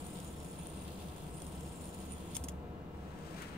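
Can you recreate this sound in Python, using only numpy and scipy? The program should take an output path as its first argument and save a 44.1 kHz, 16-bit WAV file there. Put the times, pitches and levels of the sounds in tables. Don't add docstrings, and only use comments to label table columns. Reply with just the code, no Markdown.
import sys
import numpy as np
from scipy import signal
from scipy.fft import rfft, irfft, next_fast_len
from scipy.io import wavfile
from scipy.ndimage import uniform_filter1d

SR = 44100
rng = np.random.default_rng(int(sys.argv[2]) if len(sys.argv) > 2 else 0)


def put_to_file(sound):
    columns = np.atleast_2d(sound).T
    safe = np.clip(columns, -1, 1)
    whole_steps = np.round(safe * 32767)
    wavfile.write(sys.argv[1], SR, whole_steps.astype(np.int16))


N = 157437

# f/Hz, width/Hz, relative gain/dB
RACE_RINGS = [(2680, 160, -26), (3420, 180, -22), (5220, 80, -18), (5415, 60, -16), (6550, 200, -16),
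              (6960, 170, -9), (7630, 170, -8), (8100, 250, -14), (8800, 120, -8), (10250, 600, -14),
              (12530, 250, -22), (9050, 170, 0)]


def amp(db):
    return 10 ** (np.asarray(db) / 20)


def unit_rms(x):
    return x / np.sqrt(np.mean(x ** 2) + 1e-20)


def over_frequency(table, hz):
    f, value = np.transpose(table)
    return np.interp(np.log(hz + 1), np.log(f + 1), value)


def over_time(table, column):
    rows = np.array(table)
    return np.interp(np.arange(N) / SR, rows[:, 0], rows[:, column])


def sides(pan_db):
    return amp(np.array([pan_db / 2, -pan_db / 2]))


def drift(samples):
    return unit_rms(uniform_filter1d(uniform_filter1d(rng.standard_normal(N), samples), samples))


def colour(x, spectrum):
    gain = amp(over_frequency(spectrum, np.fft.rfftfreq(N, 1 / SR)))
    return unit_rms(irfft(rfft(x) * gain, N))


def resonate(x, modes):
    out = 0
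    for hz, width, db in modes:
        r = np.exp(-np.pi * width / SR)
        feedback = [1, -2 * r * np.cos(2 * np.pi * hz / SR), r * r]
        out = out + amp(db) * signal.lfilter([1 - r, 0, r - 1], feedback, x)
    return out


def noise_pair(likeness, roughness, lag=0):
    left, other = rng.standard_normal((2, N)) * roughness
    return np.array([left, likeness * np.roll(left, lag) + np.sqrt(1 - likeness ** 2) * other])


def room_tone():
    rumble_spectrum = [(12, -49), (20, -4.5), (37, -13), (65, 0.5), (81, 0.5), (108, -9.5), (184, 1),
                       (229, -10), (319, -5.5), (383, -10.5), (486, -8.5), (533, -13.5), (701, -13.5),
                       (768, -16), (958, -14.5), (1240, -23.5), (1600, -31), (2080, -43), (3520, -120)]
    hush_spectrum = [(940, -22), (1600, -12), (1780, -12), (2240, -17.5), (2300, -10), (2840, -14),
                     (3010, -14), (3970, -18), (4760, -23.5), (8600, -28), (10400, -31), (15700, -25.5)]
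    room_modes = [(71.24, 5.2, 8.5), (149.7, 23, 4.5), (200, 30, 2.5), (255.4, 7.8, 8), (322, 8.5, 5),
                  (497.6, 6.1, 4.5)]
    port_likeness = [(40, .992), (120, .98), (240, .9), (480, .72), (700, .5), (950, .45), (1400, .45),
                     (2500, .3), (7500, .2), (15000, .2)]
    left_lead = [(30, 0.0), (250, -.1), (500, -.3), (800, -.8), (1100, -2.2), (1600, -2.2), (2500, -1.2),
                 (15000, -1.2)]
    balance = [(60, -1), (120, 1), (240, 2.5), (480, 1.5), (950, 3.5), (1890, 3.0), (3770, 0), (7520, 2),
               (15000, -1)]
    hz = np.fft.rfftfreq(N, 1 / SR)
    lift_db = sum(db / (1 + (2 * (hz - f) / width) ** 2) for f, width, db in room_modes)
    rumble = amp(-46) * unit_rms(amp(over_frequency(rumble_spectrum, hz) + lift_db))
    hush = amp(-66.5) * unit_rms(amp(over_frequency(hush_spectrum, hz)))
    shared, other = rfft(rng.standard_normal((2, N)))
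    likeness = over_frequency(port_likeness, hz)
    left = shared * np.exp(1j * over_frequency(left_lead, hz))
    right = likeness * shared + np.sqrt(1 - likeness ** 2) * other
    return irfft(np.array([left, right]) * (rumble + hush) * sides(over_frequency(balance, hz)), N)


def mains_buzz(base_hz=119.92):
    multiples = [4, 5, 6, 7, 8, 9, 10, 11, 12, 13, 14, 17, 18, 20, 23, 24]
    partials = [(-68, 4, -.2), (-71, -2, -1.2), (-67, -1, 0.0), (-76, 3, -.3), (-76, 1, -.6), (-73, 1, -.2),
                (-82, 0, -.1), (-73, 9, .6), (-77, 4, 3.0), (-82, 8, 1.1), (-84, 3, -1.2), (-80, 6, .7),
                (-86, 1, .1), (-85, 5, -.3), (-83.5, 1, -.7), (-79.5, -3, -1.3)]
    t = np.arange(N) / SR
    out = 0
    for k, (db, pan, lead) in zip(multiples, partials):
        phase = 2 * np.pi * (k * base_hz * t + rng.random()) + np.array([[lead], [0]])
        out = out + np.sqrt(2) * amp(db) * sides(pan)[:, None] * np.sin(phase)
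    return out


def sleeve(fade_in_s=0.16):
    weave = [(1470, -4), (2500, -3), (3560, -6.5), (4380, -7), (6640, -10), (8690, -7), (10200, -17),
             (15700, -18.5)]
    folds = [(740, -21), (1250, -5.5), (1640, -4), (2870, -12.5), (3120, -12), (3610, -21), (4000, -16),
             (5200, -44), (8800, -120)]
    swish = [(2.9, -60, -75), (3.02, -66.5, -68), (3.15, -66.5, -63.5), (3.28, -59, -65), (3.36, -58, -58),
             (3.43, -54.5, -51.5), (3.5, -59.5, -57.5), (3.57, -62.5, -56)]
    fade_in = np.clip((np.arange(N) / SR - swish[0][0]) / fade_in_s, 0, 1)
    cloth = 0
    for column, spectrum in enumerate([weave, folds], start=1):
        friction = noise_pair(likeness=0.43, roughness=amp(1.1 * drift(200)), lag=20)
        cloth = cloth + colour(friction, spectrum) * amp(over_time(swish, column))
    return cloth * fade_in * sides(pan_db=6.5)[:, None]


def palm_thuds(swell_s=0.0097):
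    thuds = [(2.335, -47, 140.7), (2.405, -40.5, 78.4), (2.434, -45, 276)]
    t = np.arange(N) / SR
    out = 0
    for start, db, hz in thuds:
        age = np.maximum(t - start, 0) / swell_s
        envelope = amp(db) * np.e * age * np.exp(-age)
        out = out + envelope * np.sin(2 * np.pi * hz * (t - start))
    return out


def knocks(hits, tail_s, tail_db, rise_s=0.0011, lesser_rings_db=22):
    body_modes = [(2410, 170, -14), (3400, 330, 5), (5900, 900, -8), (6550, 450, 1)]
    crack_band = signal.butter(2, [3000, 13500], "band", fs=SR)
    out, t = np.zeros((2, N)), np.arange(3000) / SR
    attack = np.minimum(t / rise_s, 1) ** 2
    for start, db, ring_db, pan, body_db, crack_ms in hits:
        decay = np.exp(-1000 * t / crack_ms) + amp(tail_db) * np.exp(-t / tail_s)
        left, other = rng.standard_normal((2, len(t)))
        burst = attack * decay * np.array([left, 0.6 * np.roll(left, 2) + 0.8 * other])
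        knock = signal.lfilter(*crack_band, burst)
        knock += amp(ring_db) * resonate(burst, RACE_RINGS[-1:])
        knock += amp(lesser_rings_db) * resonate(burst, RACE_RINGS[:-1])
        knock += amp(body_db) * resonate(burst, body_modes)
        knock /= np.percentile(abs(knock), 99.8)
        slot = out[:, round(start * SR):][:, :len(t)]
        slot += amp(db) * sides(pan)[:, None] * knock[:, :slot.shape[1]]
    return out


def catch_clicks():
    # t/s, level/dB, strongest ring gain/dB, pan/dB, body gain/dB, crack decay/ms
    clicks = [(2.3464, -39, 29, -8, -2, 1.7), (2.3516, -33.5, 22, -5, 9, 0.44),
              (2.3584, -42, 24, 15, 8, 1.5), (2.366, -27, 25, 5, 5, 0.92), (2.3795, -58, 21, -3, 1, 1.2),
              (2.4381, -36.5, 27, -3, -15, 0.4), (2.4428, -40, 17, -3, -8, 1.3),
              (2.4478, -50, 31, 6, -3, 1.2), (2.4838, -42, 23, -7, 6, 0.9), (2.4853, -33, 20, 0, 13, 1.1),
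              (2.4932, -42, 14, 3, 7, 0.7), (2.5194, -56, 19, -2, 5, 1.4), (3.1877, -53, 17, 0, 7, 1.4),
              (3.4201, -40.5, 12, -6, 2, 1.4)]
    return knocks(clicks, tail_s=0.0089, tail_db=-20.5)


def bearing_ticks(body_db=6, crack_ms=2.4):
    ticks = [(0.065, -40, 38, -1), (0.129, -54, 30, -8), (0.1672, -51, 20, -9), (0.2002, -42, 22, 1),
             (0.2448, -44, 28, -5), (0.401, -48, 30, -2.0), (0.445, -44.5, 30, -0.5), (0.529, -48, 30, 0),
             (0.6683, -40, 35, 10), (0.792, -51, 33, -1), (0.818, -50, 33, -1), (1.162, -51, 23, 0),
             (1.401, -46, 24, -1.5), (1.4185, -38, 32, -4), (1.4653, -43, 26, -5), (1.6066, -48, 20, -7),
             (1.685, -53, 31, -8), (1.81, -44, 32, 0.5), (1.8544, -42.5, 33, 0.5), (1.89, -45, 35, 0.5),
             (2.119, -47, 33, 2), (2.181, -47, 30, -1)]
    return knocks([(*tick, body_db, crack_ms) for tick in ticks], tail_s=0.0045, tail_db=-26)


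def race_ring(mode, grit, lead):
    left, right = unit_rms(resonate(noise_pair(likeness=0.7, roughness=grit), [mode]))
    ahead = signal.hilbert(left, next_fast_len(N))[:N] * np.exp(1j * lead)
    return np.array([ahead.real, right])


def rolling_grit(bumps_per_s=2500, bump_db=3.5):
    strength = amp(bump_db * np.minimum(rng.exponential(1, N), 5))
    bumps = strength * (rng.random(N) < bumps_per_s / SR)
    bump_rms = np.sqrt(abs(uniform_filter1d(bumps ** 2, 60)))
    return (0.61 + bump_rms) * amp(0.7 * drift(250))


def whir(grit, flutter_db=1.6):
    lobe_air = [(1500, -10), (2000, -1), (2700, 1.5), (3300, 5), (4200, -51)]
    cage_rasp = [(2400, -20), (3000, -12.5), (3500, 2), (4200, 0), (5500, -5.5), (6500, -24)]
    ball_hiss = [(4000, -22.5), (5500, -19), (6100, -5.5), (7300, -5.5), (9400, -0.5), (11000, -6.5),
                 (13400, -8), (14500, -5), (15800, -8.5)]
    levels = [(0.0, -66, -67.5, -61), (0.17, -63, -63, -59), (0.37, -66.5, -68.5, -62),
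              (0.77, -66.5, -64.5, -62), (0.88, -63, -63, -60), (1.0, -64.5, -62.5, -60),
              (1.3, -67.5, -68, -62), (1.66, -65, -66.5, -62.5), (1.84, -68, -67, -62),
              (2.29, -64, -66.5, -62), (2.35, -62, -61, -59), (2.4, -82, -67, -58.5)]
    pans = [1, 0, -2]
    out = 0
    for k, spectrum in enumerate([lobe_air, cage_rasp, ball_hiss]):
        noise = noise_pair(likeness=0.093, roughness=grit * amp(flutter_db * drift(300)), lag=-2)
        out = out + colour(noise, spectrum) * amp(over_time(levels, k + 1)) * sides(pans[k])[:, None]
    return out


def spinner(turn_s=1.43, waver_db=3.5, stop_s=2.392, stop_decay_s=0.081):
    main_beam = [(0.0, -56, 0.0), (0.08, -60.5, 4), (0.43, -66, -3), (0.47, -55.5, 0), (0.57, -65, -4.0),
                 (0.6, -58, -8), (0.71, -62.5, -10), (0.75, -61, 1), (0.83, -57, 4), (0.89, -71, 10),
                 (1.03, -66, 3), (1.3, -67, 1), (1.37, -58, -3), (1.5, -65, 5), (1.92, -60, -1),
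                 (2.09, -64, -6), (2.12, -58, -18), (2.16, -64, -9), (2.27, -72, -4), (2.33, -66, -6),
                 (2.39, -61, -6.5), (2.4, -69, -1)]
    main_lead = [(0, -3), (.15, 1), (.35, 1.3), (.6, 4), (.74, -2), (.9, 5), (1.12, 2.5), (1.4, 1.8),
                 (1.65, -3), (2.03, 4), (2.2, -1.5), (2.4, 0.5)]
    # level/dB, swing/dB, loudest at t/s, left lead/rad, sway/rad,
    # phase slip/cycles per turn
    lesser_beams = [(-75, 2, .9, 0.3, 0.1, 0), (-75, 2, .9, 0.3, 0.1, 0), (-81, 3, .1, -1.2, 0.1, 1),
                    (-81, 2, .3, -1.2, 0.1, 1), (-80, 3, .45, 1.2, 0.1, -1), (-73, 3, .6, 1.5, 0.1, -1),
                    (-71, 3, .2, 2.1, -1.2, 0), (-77, 2.5, .1, 1.5, -1.2, 0), (-72, 2.5, .1, 1.5, -1.2, 0),
                    (-76, 1.5, .2, 1.2, -1.9, 0), (-83, 2.5, .2, 1.2, 0.1, 0)]
    t = np.arange(N) / SR
    grit = rolling_grit()
    out = whir(grit)
    main_ring = race_ring(RACE_RINGS[-1], grit * amp(3.0 * drift(200)), over_time(main_lead, 1))
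    out += main_ring * amp(over_time(main_beam, 1)) * sides(over_time(main_beam, 2))
    turn = 2 * np.pi * t / turn_s
    for mode, (db, swing_db, loudest_s, lead, sway, slip) in zip(RACE_RINGS, lesser_beams):
        facing = np.cos(turn - 2 * np.pi * loudest_s / turn_s)
        gain = amp(db + swing_db * facing + waver_db * drift(2200))
        out += gain * race_ring(mode, grit, lead + sway * facing + slip * turn)
    return out * np.exp(-np.maximum(t - stop_s, 0) / stop_decay_s)


def scene():
    room = room_tone() + mains_buzz()
    return room + spinner() + sleeve() + palm_thuds() + bearing_ticks() + catch_clicks()


def record(dry, dc_offset=-0.0006, edge_hz=15740):
    low_pass = signal.firwin(1023, edge_hz, window=("kaiser", 9), fs=SR)
    return signal.oaconvolve(dry + dc_offset, low_pass[None], "same")


dry = scene()
out = record(dry)
put_to_file(out)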